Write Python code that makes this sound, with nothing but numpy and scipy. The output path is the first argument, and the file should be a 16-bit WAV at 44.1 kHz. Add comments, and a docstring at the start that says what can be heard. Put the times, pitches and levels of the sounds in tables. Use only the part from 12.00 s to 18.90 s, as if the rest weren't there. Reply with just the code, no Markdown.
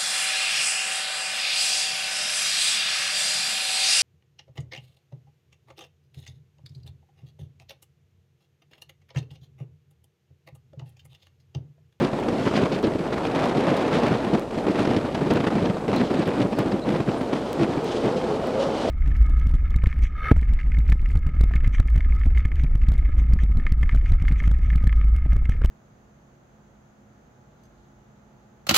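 """A dry, open field: gusty wind buffets a camera microphone beside a tipper truck with its engine running.
Turbulent pressure on the diaphragm thumps, slaps and rasps; the camera's limiter ducks the hardest blows.
Underneath, the truck hums, roars and hisses, clearer as the camera turns to its cab, where a drone climbs.
A small bird chirps faintly far off, and a faint regular tick runs through the sound."""
import sys
import numpy as np
from scipy import signal
from scipy.fft import rfft, irfft, next_fast_len
from scipy.io import wavfile
from scipy.ndimage import uniform_filter1d, minimum_filter1d, map_coordinates

SR = 44100
rng = np.random.default_rng(int(sys.argv[2]) if len(sys.argv) > 2 else 0)


def transcribe(u):
    """Save the signal u as a 16-bit wav file named by the first command-line argument.

    u: samples, shape (n,) or (channels, n), limited to [-1, 1]; the rate is SR.
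    q: integer samples, one column per channel.
    """
    v = np.clip(np.atleast_2d(u).T, -1, 1)
    q = np.round(v * 32767).astype(np.int16)
    wavfile.write(sys.argv[1], SR, q)


N = 304290
T = np.arange(N) / SR

# spectrum of the crackle of torn air: frequency_hz, density_db
CRACKLE_SPECTRUM = [(200, -120), (1200, -3), (2500, 4), (3600, 1), (5000, -5.5), (7000, -14.5),
                    (10000, -20.5), (12500, -30.5), (16000, -120)]
# pressure fronts that strike the microphone all at once: start_s, level_db
AIR_SLAPS = [(0.132, -27), (.538, -23), (.717, -29), (0.789, -29), (.829, -20), (1.548, -26), (1.668, -18),
             (1.881, -25), (2.349, -18), (2.509, -26.5), (2.667, -19.5), (2.789, -23), (2.871, -25),
             (3.146, -23), (3.208, -28), (3.26, -24), (3.305, -17), (3.504, -22), (3.553, -21.5),
             (3.768, -24), (3.879, -28), (3.93, -17), (4.103, -20.5), (4.529, -24), (4.586, -19.5),
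             (5.003, -24), (5.331, -22), (6.386, -33)]
EDDY_RISE, EDDY_FALL, EDDY_EDGE = 0.42, 0.51, 1.75  # two shares of an eddy's length; flank steepness


def amp(db):
    """Decibels to amplitude ratio."""
    return 10 ** (np.asarray(db) / 20)


def unit(x):
    """Normalisation to rms 1."""
    return x / np.sqrt(np.mean(x ** 2) + 1e-20)


def along(points, hz):
    """Interpolation of (frequency_hz, value) points on a logarithmic frequency axis."""
    frequencies, values = np.transpose(points)
    return np.interp(np.log(hz + 1), np.log(frequencies + 1), values)


def ramp(start_s, length_s):
    """A linear rise from 0 to 1."""
    return np.clip((T - start_s) / length_s, 0, 1)


def swell(peak_s, rise_s, fall_s, edge=2):
    """A generalised Gaussian envelope of height 1; a higher edge steepens its flanks."""
    out = np.zeros(N)
    near = slice(*np.searchsorted(T, [peak_s - 3 * rise_s, peak_s + 3 * fall_s]))
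    t = T[near] - peak_s
    out[near] = np.exp(-np.abs(t / np.where(t < 0, rise_s, fall_s)) ** edge)
    return out


def wobble(rate):
    """Smooth random modulation of rms 1: a spline through rate knots a second."""
    return unit(map_coordinates(rng.standard_normal(N // 8), [T * rate + 2], mode="wrap"))


def filtered(x, response):
    """Linear filtering: the spectrum of x times a frequency response."""
    size = next_fast_len(N + 8192)
    return irfft(rfft(x, size) * response(np.fft.rfftfreq(size, 1 / SR)), size)[..., :N]


def rush(spectrum):
    """Coloured noise of rms 1, highly coherent between the two channels."""
    # side signal relative to mid: frequency_hz, side_db
    stereo_width = [(30, -10), (60, -19), (120, -48), (250, -64), (500, -49.5), (1000, -45.5), (2000, -30),
                    (8000, -24.5), (12000, -15)]

    def response(hz):
        return amp(along(spectrum, hz)) * np.array([np.ones_like(hz), amp(along(stereo_width, hz))])

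    mid, side = filtered(rng.standard_normal((2, N)), response)
    return unit(np.array([mid + side, mid - side]))


def even(x, size):
    """Division by the running rms holds the power of a noise steady over size samples."""
    power = uniform_filter1d(uniform_filter1d(np.mean(x ** 2, axis=0), size), size)
    return x / np.sqrt(np.abs(power) + 1e-9)


def flutter(per_second, decay_s):
    """Shot noise of small eddies, mean 0 and rms 1: each arrives at once and decays; pile-ups saturate."""
    kicks = (rng.random(N) < per_second / SR) * rng.uniform(.4, 1, N)
    level = signal.lfilter([1], [1, -np.exp(-1 / (decay_s * SR))], kicks)
    smoothed = unit(uniform_filter1d(level - level.mean(), size=40))
    saturated = np.tanh(smoothed / 3)
    return unit(saturated - saturated.mean())


def narrow(hz, width_hz):
    """Narrow-band noise of rms 1: a resonance that follows hz with random amplitude and phase."""
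    phase = 2 * np.pi * np.cumsum(hz) / SR
    return wobble(width_hz) * np.sin(phase) + wobble(width_hz) * np.cos(phase)


def noise_floor():
    """Stationary broadband noise, heard as a faint high hiss."""
    # colour of the hiss: frequency_hz, density_db
    spectrum = [(1000, -4), (4000, -2), (8000, 5.5), (10000, -2.5), (12500, -5), (13500, -20), (16000, -60)]
    return amp(-59.0) * rush(spectrum)


def ticks():
    """Impulses with exponential decay click about three times a second; some beats are silent."""
    # clicks: start_s, peak_db
    clicks = [(.201, -29), (.515, -32), (.828, -25.5), (1.142, -34), (1.455, -27), (1.769, -22.5),
              (2.082, -28), (2.396, -21), (2.71, -34), (3.337, -19.5), (3.963, -19), (4.277, -23),
              (4.59, -15), (4.905, -32), (5.217, -27), (5.531, -15.5), (5.845, -24), (6.472, -24)]
    corner_hz = 2500
    impulses = np.zeros(N)
    for start_s, db in clicks:
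        impulses[round(start_s * SR)] = amp(db)
    return signal.lfilter([1], [1, -np.exp(-2 * np.pi * corner_hz / SR)], impulses)


def bird():
    """Distant hoarse whistles glide, mostly downward; the gusty air modulates their amplitude."""
    # whistles: start_s, length_s, start_hz, end_hz, level_db
    chirps = [(3.747, 0.028, 4400, 3400, -50), (3.958, 0.03, 4050, 4180, -41), (4.05, .05, 4150, 4000, -55),
              (4.161, .04, 4100, 3770, -42), (4.21, .03, 4200, 3960, -48), (4.192, .012, 7900, 8500, -46),
              (4.54, 0.043, 5860, 3970, -52), (4.71, .026, 5500, 3670, -45.5),
              (4.813, .04, 4070, 4090, -45.5), (5.172, .03, 9200, 9400, -53)]
    noise_share, spread_hz = .4, 300  # noisy share of a chirp's power; its bandwidth
    waver_hz = 130 * wobble(460)
    tremble = amp(2.2 * wobble(200))
    hoarseness = (wobble(spread_hz) + 1j * wobble(spread_hz)) / np.sqrt(2)
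    voice = np.sqrt(1 - noise_share) + np.sqrt(noise_share) * hoarseness
    out = np.zeros(N)
    for start_s, length_s, start_hz, end_hz, db in chirps:
        on = (T > start_s) & (T < start_s + length_s)
        progress = (T[on] - start_s) / length_s
        pitch_hz = start_hz + (end_hz - start_hz) * progress + waver_hz[on]
        envelope = np.sqrt(np.abs(np.sin(np.pi * progress)))
        carrier = np.exp(2j * np.pi * np.cumsum(pitch_hz) / SR)
        out[on] += amp(db) * envelope * np.real(voice[on] * carrier)
    return tremble * out


def turn():
    """The camera's bearing, from trailer (0) to cab (1); the sound ends before the turn does."""
    return ramp(start_s=4.53, length_s=3.37)


def hum():
    """The truck's low hum: a pure tone with slight random frequency modulation."""
    pitch_hz = 50.9 + 0.13 * wobble(2.7)
    return amp(-48) * np.sin(2 * np.pi * np.cumsum(pitch_hz) / SR)


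def fan():
    """Broadband fan noise and diffuse, wavering metal resonances both grow toward the cab."""
    # colour of the fan's hiss: frequency_hz, density_db
    spectrum = [(100, -60), (800, 20), (1800, -3), (2500, 2), (2950, 0.5), (3500, 0.5), (4100, 1.5),
                (5200, -3), (7000, -11.5), (10000, -20.5), (12500, -40), (16000, -120)]
    # metallic ring near the cab: centre_hz, width_hz, level_db
    resonances = [(3010, 260, -55), (6200, 120, -73)]
    ring_gain = np.sqrt(turn()) * amp(1.1 * wobble(7))
    ring = sum(amp(db) * narrow(hz + 44.9 * wobble(9), width_hz) for hz, width_hz, db in resonances)
    hiss_db = -47.5 + 14.5 * turn() + 1.8 * wobble(27)
    return amp(hiss_db) * rush(spectrum) + ring_gain * ring


def machinery_hiss():
    """Dry noise bursts with a broad, scraping steel resonance; each starts quickly and fades slowly."""
    # bursts from the machinery: peak_s, length_s, level_db
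    bursts = [(0.446, 0.27, -46), (4.013, 0.25, -49.5), (5.416, 0.54, -50.5), (5.863, 0.062, -44),
              (5.93, 0.12, -44), (6.173, 0.051, -47), (6.61, 0.076, -41), (6.8, 0.32, -43)]
    # colour of the bursts: frequency_hz, density_db
    spectrum = [(200, -60), (1500, -4), (2600, -4), (3000, 1), (3600, -2.5), (5200, -6), (6500, -11.5),
                (8500, -17.5), (12000, -35), (16000, -120)]
    envelope = sum(amp(db) * swell(s, 0.2 * length, 0.96 * length) for s, length, db in bursts)
    steel = amp(-7) * narrow(3200 + 50 * wobble(18), width_hz=720)
    return envelope * amp(2.0 * wobble(70)) * (rush(spectrum) + steel)


def engine():
    """A broadband roar, joined near the cab by a narrow-band drone that climbs and rings on brief notes."""
    # colour of the roar: frequency_hz, density_db
    roar_spectrum = [(20, -28), (60, -35), (130, -8), (260, -2), (450, 3), (650, -0.5), (900, -6.5),
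                     (1300, -11.5), (2000, -26), (4000, -70), (14000, -120)]
    # notes on which the drone rings out: peak_s, length_s, pitch_hz, level_db
    drone_notes = [(5.87, 0.12, 432, -27.5), (6, 0.18, 446.4, -28), (6.153, 0.19, 505, -31),
                   (6.17, 0.12, 389, -29), (6.33, 0.093, 439, -25), (6.52, 0.2, 645, -32.5),
                   (6.59, 0.23, 544, -26.5), (6.88, 0.11, 659, -29)]
    base_hz, rev_hz, climb_hz_per_s, climb_start_s = 435, 537, 605, 6.74
    rev = ramp(start_s=6.37, length_s=0.1205)
    drone_hz = base_hz + (rev_hz - base_hz) * rev + climb_hz_per_s * np.maximum(T - climb_start_s, 0)
    roar_db = -34.5 + 8.5 * turn() + 1.46 * wobble(25)
    roar = amp(roar_db) * even(rush(roar_spectrum), size=2000)
    drone = amp(-34.5) * ramp(start_s=5.8, length_s=0.06) * narrow(drone_hz, width_hz=180)
    notes = np.zeros(N)
    for peak_s, length_s, hz, db in drone_notes:
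        envelope = amp(db) * swell(peak_s, length_s / 2, length_s / 2)
        notes += envelope * narrow(hz + 5.98 * wobble(40), width_hz=48)
    return roar + drone + notes


def dips(share):
    """Amplitude modulation: the level dips briefly here and there, by a share of each listed depth."""
    # brief drops in level: centre_s, half_length_s, depth_db
    drops = [(0.102, 0.022, -4), (0.815, 0.027, -4.5), (0.977, 0.0093, -4), (1.104, .016, -2),
             (1.3, 0.01, -1), (1.33, 0.011, -2), (1.902, .009, -3), (2.179, 0.0091, -3.5),
             (2.477, 0.043, -4.5), (2.742, 0.012, -1), (3.122, 0.043, -3), (3.498, 0.0068, -5),
             (3.868, 0.012, -2), (4.086, 0.012, -3), (4.246, 0.013, -4.5), (4.55, 0.015, -3.5),
             (4.823, 0.062, -2.5), (5.05, 0.015, -4), (5.32, 0.0083, -2), (5.668, 0.016, -2.5)]
    return amp(share * sum(db * swell(s, half, half) for s, half, db in drops))


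def lulls():
    """The flow stalls for an instant before each slap, so the gain sinks."""
    lead_s, depth_db = 0.004, -2
    stalls = sum(swell(s - lead_s, 1.03 * lead_s, lead_s, edge=2.6) for s, _ in AIR_SLAPS)
    return amp(depth_db * stalls)


def tears():
    """Fine turbulence: the sharpest eddies rip past with a bright, ragged crackle."""
    # rips of air: peak_s, length_s, level_db
    rips = [(0.567, 0.016, -28), (0.726, 0.014, -34.5), (0.748, 0.017, -36.5), (0.844, 0.023, -35),
            (1.948, .05, -45), (2.855, .008, -36), (2.966, 0.0044, -31), (3.306, 0.016, -38),
            (3.658, 0.013, -35.5), (3.94, 0.013, -41), (4.008, .012, -37)]
    # colour of a rip: frequency_hz, density_db
    spectrum = [(200, -70), (1200, -2), (2500, 1.5), (4200, 2.5), (5600, -7), (7500, -20.5), (10000, -36),
                (13000, -40), (16000, -120)]
    envelope = sum(amp(db) * swell(s, EDDY_RISE * length, EDDY_FALL * length, EDDY_EDGE)
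                   for s, length, db in rips)
    return envelope * amp(1.3 * flutter(per_second=290, decay_s=0.0022)) * rush(spectrum)


def slaps():
    """Pressure transients: a steep front of air with a little crackle dies within a few cycles."""
    # colour of a slap: frequency_hz, density_db
    spectrum = [(20, -50), (120, -12), (300, 1), (600, 1.5), (900, -3.5), (1400, -15), (3000, -35.5),
                (8000, -70)]
    rise_s, fall_s = 0.00095, 0.0067
    envelope = sum(amp(db) * swell(s + rise_s, rise_s, fall_s, edge=1.2) for s, db in AIR_SLAPS)
    return envelope * (even(rush(spectrum), size=160) + amp(-17.5) * rush(CRACKLE_SPECTRUM))


def eddy_envelopes(gust_db):
    """Incoherent eddies add in power, giving a thump and a rasp envelope; weak ones follow the gusts."""
    # strong eddies that hit the microphone: peak_s, length_s, level_db, relative_rasp_db
    strong_eddies = [(.03, 0.051, -18.5, -12.5), (.135, 0.011, -23, -13.5), (.175, 0.034, -33, -4),
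                     (.22, 0.019, -31, -19), (.286, 0.01, -20, -11), (.332, 0.023, -21.5, -20),
                     (.41, 0.049, -25, -8), (.472, 0.022, -18, -8), (.54, 0.0097, -27, -6),
                     (.573, 0.056, -21, -5.5), (.633, 0.013, -13, -14), (.658, 0.013, -28.5, -0.5),
                     (.724, 0.018, -21.5, -13), (.75, .035, -26, -7), (.79, .01, -26, -8),
                     (.846, 0.017, -14.5, -19), (.875, 0.016, -17.5, -15.5), (.908, 0.0089, -31, -11),
                     (.958, 0.01, -16, -27), (1.005, 0.016, -24, -15), (1.135, 0.014, -27, -3.5),
                     (1.178, .016, -37, 3.5), (1.252, 0.032, -31, -2), (1.36, 0.024, -23, -7),
                     (1.395, .03, -27, -8), (1.434, 0.017, -23, -5), (1.497, 0.011, -27, -0.5),
                     (1.575, 0.037, -19, -19), (1.682, 0.019, -19, -11), (1.72, 0.025, -22, -23),
                     (1.772, 0.02, -24, -10), (1.855, 0.036, -29, -15), (1.935, 0.024, -22.5, -4.5),
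                     (1.968, 0.032, -20.5, -7.5), (2.037, 0.023, -19, -6), (2.072, 0.032, -26, -3),
                     (2.12, 0.023, -18, -17), (2.155, .016, -21, -16), (2.247, 0.01, -24, -19),
                     (2.28, .03, -26.5, -11), (2.342, 0.019, -13, -14), (2.378, 0.016, -29, -7),
                     (2.537, 0.027, -37, 0), (2.586, 0.0078, -25, -6), (2.678, 0.021, -20.5, -14),
                     (2.704, 0.016, -16.5, -15), (2.756, 0.02, -35, 0), (2.808, 0.043, -18.5, -9.5),
                     (2.853, 0.011, -22, -3), (2.877, 0.0089, -20, -11), (2.91, 0.034, -20, -10.5),
                     (2.969, 0.023, -18, -11.5), (3.015, 0.01, -39, -17), (3.052, 0.011, -24.5, -10.5),
                     (3.152, 0.015, -25.5, -4.5), (3.219, 0.017, -16, -15.5), (3.265, 0.03, -21, -24),
                     (3.315, 0.019, -13.5, -12), (3.361, 0.028, -20, -9), (3.407, .013, -20, -12),
                     (3.443, .015, -22.5, -8), (3.475, 0.014, -19, -5.5), (3.526, 0.02, -23, -12.5),
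                     (3.565, 0.041, -19, -17), (3.628, 0.019, -17.5, -17), (3.662, 0.021, -21, -15),
                     (3.7, 0.016, -18.5, -15), (3.89, 0.021, -17.5, -13), (3.95, 0.059, -22.5, -10.5),
                     (4.015, 0.035, -17.5, -16.5), (4.06, 0.014, -30, -17), (4.112, 0.01, -17, -24),
                     (4.155, 0.04, -25.5, -12), (4.2, 0.018, -15.5, -15), (4.228, 0.019, -26.5, -3),
                     (4.285, 0.036, -21, -14), (4.375, 0.011, -18, -27), (4.41, 0.033, -18, -13.5),
                     (4.454, 0.013, -17, -33), (4.534, 0.02, -23, -11.5), (4.597, 0.039, -20, -10.5),
                     (4.625, 0.019, -24.5, -13), (4.668, 0.032, -21.5, -14.5), (4.722, 0.011, -24.5, -7),
                     (4.745, 0.031, -18.5, -22), (4.775, 0.035, -25.5, -11), (4.888, 0.047, -20.5, -12.5),
                     (4.947, 0.044, -24, -8.5), (5.005, 0.013, -16, -16.5), (5.088, .03, -19.5, -15),
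                     (5.215, 0.01, -20.5, -11), (5.334, 0.019, -19.5, -11.5), (5.36, 0.026, -37.5, 2),
                     (5.617, 0.043, -16.5, -12), (5.695, 0.015, -22, -21), (5.73, 0.018, -26, -8.5),
                     (5.778, 0.025, -24.5, -29), (6.06, 0.035, -18.5, -13)]
    weak_per_s, weak_length_s, weak_rasp_db = 4, 0.027, -15.5
    gap, scatter_db = rng.standard_normal(size=(80, 2)).T
    times = np.cumsum(np.exp(.5 * gap)) / weak_per_s  # log-normal intervals
    levels_db = -28.5 + np.interp(times, T, gust_db) + scatter_db
    weak_eddies = [(s, weak_length_s, db, weak_rasp_db) for s, db in zip(times, levels_db) if s < T[-1]]
    thump_power, rasp_power = np.zeros(N), np.zeros(N)
    for peak_s, length_s, db, rasp_db in list(strong_eddies) + weak_eddies:
        push = swell(peak_s, EDDY_RISE * length_s, EDDY_FALL * length_s, EDDY_EDGE)
        thump_power += amp(db) ** 2 * push
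        rasp_power += amp(db + rasp_db) ** 2 * push
    return np.sqrt(thump_power), np.sqrt(rasp_power)


def wind():
    """Turbulent pressure on the diaphragm: the flow buffets, eddies thump, and both rasp and crackle."""
    # flow over the microphone, relative to its usual strength: time_s, strength_db
    flow = [(0, 6), (.15, -0.5), (.5, -1.5), (1.0, -1.5), (1.335, 2.5), (1.358, 7.5), (1.47, 7.5),
            (1.54, 3), (1.69, 8.5), (1.87, 7.5), (1.96, 7.3), (2.158, 5.5), (2.172, 3.5), (2.37, 0.5),
            (2.48, -6.5), (2.85, 2.5), (3.1, -1), (3.33, 1), (3.65, -1.5), (3.82, -7), (4.0, -3), (4.35, 3),
            (4.5, -6), (4.8, -7), (4.93, -3), (5.3, -4.5), (6.9, -4.5)]
    # buffeting of the diaphragm: frequency_hz, density_db
    buffet_spectrum = [(20, -40), (55, -14), (85, -9), (140, -3.5), (240, 2), (340, -0.5), (500, -2),
                       (800, -11.5), (1400, -35), (3000, -70), (8000, -120)]
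    # deep push of large eddies: frequency_hz, density_db
    thump_spectrum = [(20, -40), (55, -60), (85, -12), (140, 0), (220, 3), (330, 1.5), (500, -9),
                      (800, -20), (1400, -31), (3000, -40), (8000, -120)]
    # boom under the strongest eddies: frequency_hz, density_db
    boom_spectrum = [(20, -50), (55, -27), (80, -5.5), (130, 1), (190, 0.5), (270, -12), (600, -72),
                     (2000, -120)]
    # rasp of torn air: frequency_hz, density_db
    rasp_spectrum = [(20, -60), (200, -9), (500, 7), (900, 4), (1500, -0.5), (2500, -8), (3600, -17.5),
                     (5000, -26), (7000, -40), (16000, -120)]
    # whoosh of a strong gust round the camera: frequency_hz, density_db
    whoosh_spectrum = [(20, -60), (150, -14), (320, -2), (650, 1.5), (950, -6), (1500, -18), (3000, -36),
                       (8000, -120)]
    flow_db = np.interp(T, *np.transpose(flow))
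    gust_db = 0.37 * flow_db
    flow_rasp = amp(-37.5 + 0.89 * flow_db)  # grows faster than the buffet, so gusts are brighter
    eddy_thump, eddy_rasp = eddy_envelopes(gust_db)
    rasp_gain = np.hypot(flow_rasp, eddy_rasp)
    depth_db = 2 * (1 - 0.096 * np.maximum(flow_db, 0))  # a strong gust fills the gaps between eddies
    flutter_db = depth_db * flutter(per_second=130, decay_s=0.0024)  # common to all bands but the boom
    buffet = amp(-28 + gust_db + flutter_db) * even(rush(buffet_spectrum), size=500)
    thump = eddy_thump * amp(0.29 * flutter_db) * even(rush(thump_spectrum), size=400)
    boom_gain = amp(-24) * (eddy_thump / amp(-15.5)) ** 1.7  # 1.7 dB per dB of eddy
    boom = boom_gain * even(rush(boom_spectrum), size=700)
    rasp_db = 0.89 * flutter_db + 1.74 * flutter(per_second=330, decay_s=0.0021)
    rasp = amp(rasp_db) * rush(rasp_spectrum)
    crackle_db = -10 + 0.95 * flutter_db + 2.46 * flutter(per_second=340, decay_s=0.0028)
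    crackle = amp(crackle_db) * rush(CRACKLE_SPECTRUM)
    whoosh_db = -40 + 1.61 * flow_db + wobble(23) + 0.6 * flutter_db
    whoosh = amp(whoosh_db) * rush(whoosh_spectrum)
    return buffet + whoosh + thump + boom + rasp_gain * (rasp + crackle)


def scene():
    """Superposition in a free field: the sources add with no echo."""
    wind_and_engine = dips(share=1.0) * (lulls() * (wind() + engine()) + slaps())
    steady_hiss = dips(share=0.79) * (fan() + noise_floor())
    return wind_and_engine + steady_hiss + tears() + hum() + machinery_hiss() + bird() + ticks()


def record(dry):
    """The camera's rms limiter ducks the hardest buffets but passes brief peaks; a low-pass follows."""
    threshold_db, band_limit_hz = -13.5, 15900
    sense, hold = round(0.0028 * SR), round(0.004 * SR)  # reaction and hold times in samples
    power = uniform_filter1d(np.mean(dry ** 2, axis=0), sense)
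    level = np.sqrt(np.abs(power) + 1e-12)
    target_gain = np.minimum(1, amp(threshold_db) / level)
    gain = uniform_filter1d(minimum_filter1d(target_gain, hold), hold)
    return filtered(dry * gain, lambda hz: hz < band_limit_hz)


dry = scene()
out = record(dry)
transcribe(out)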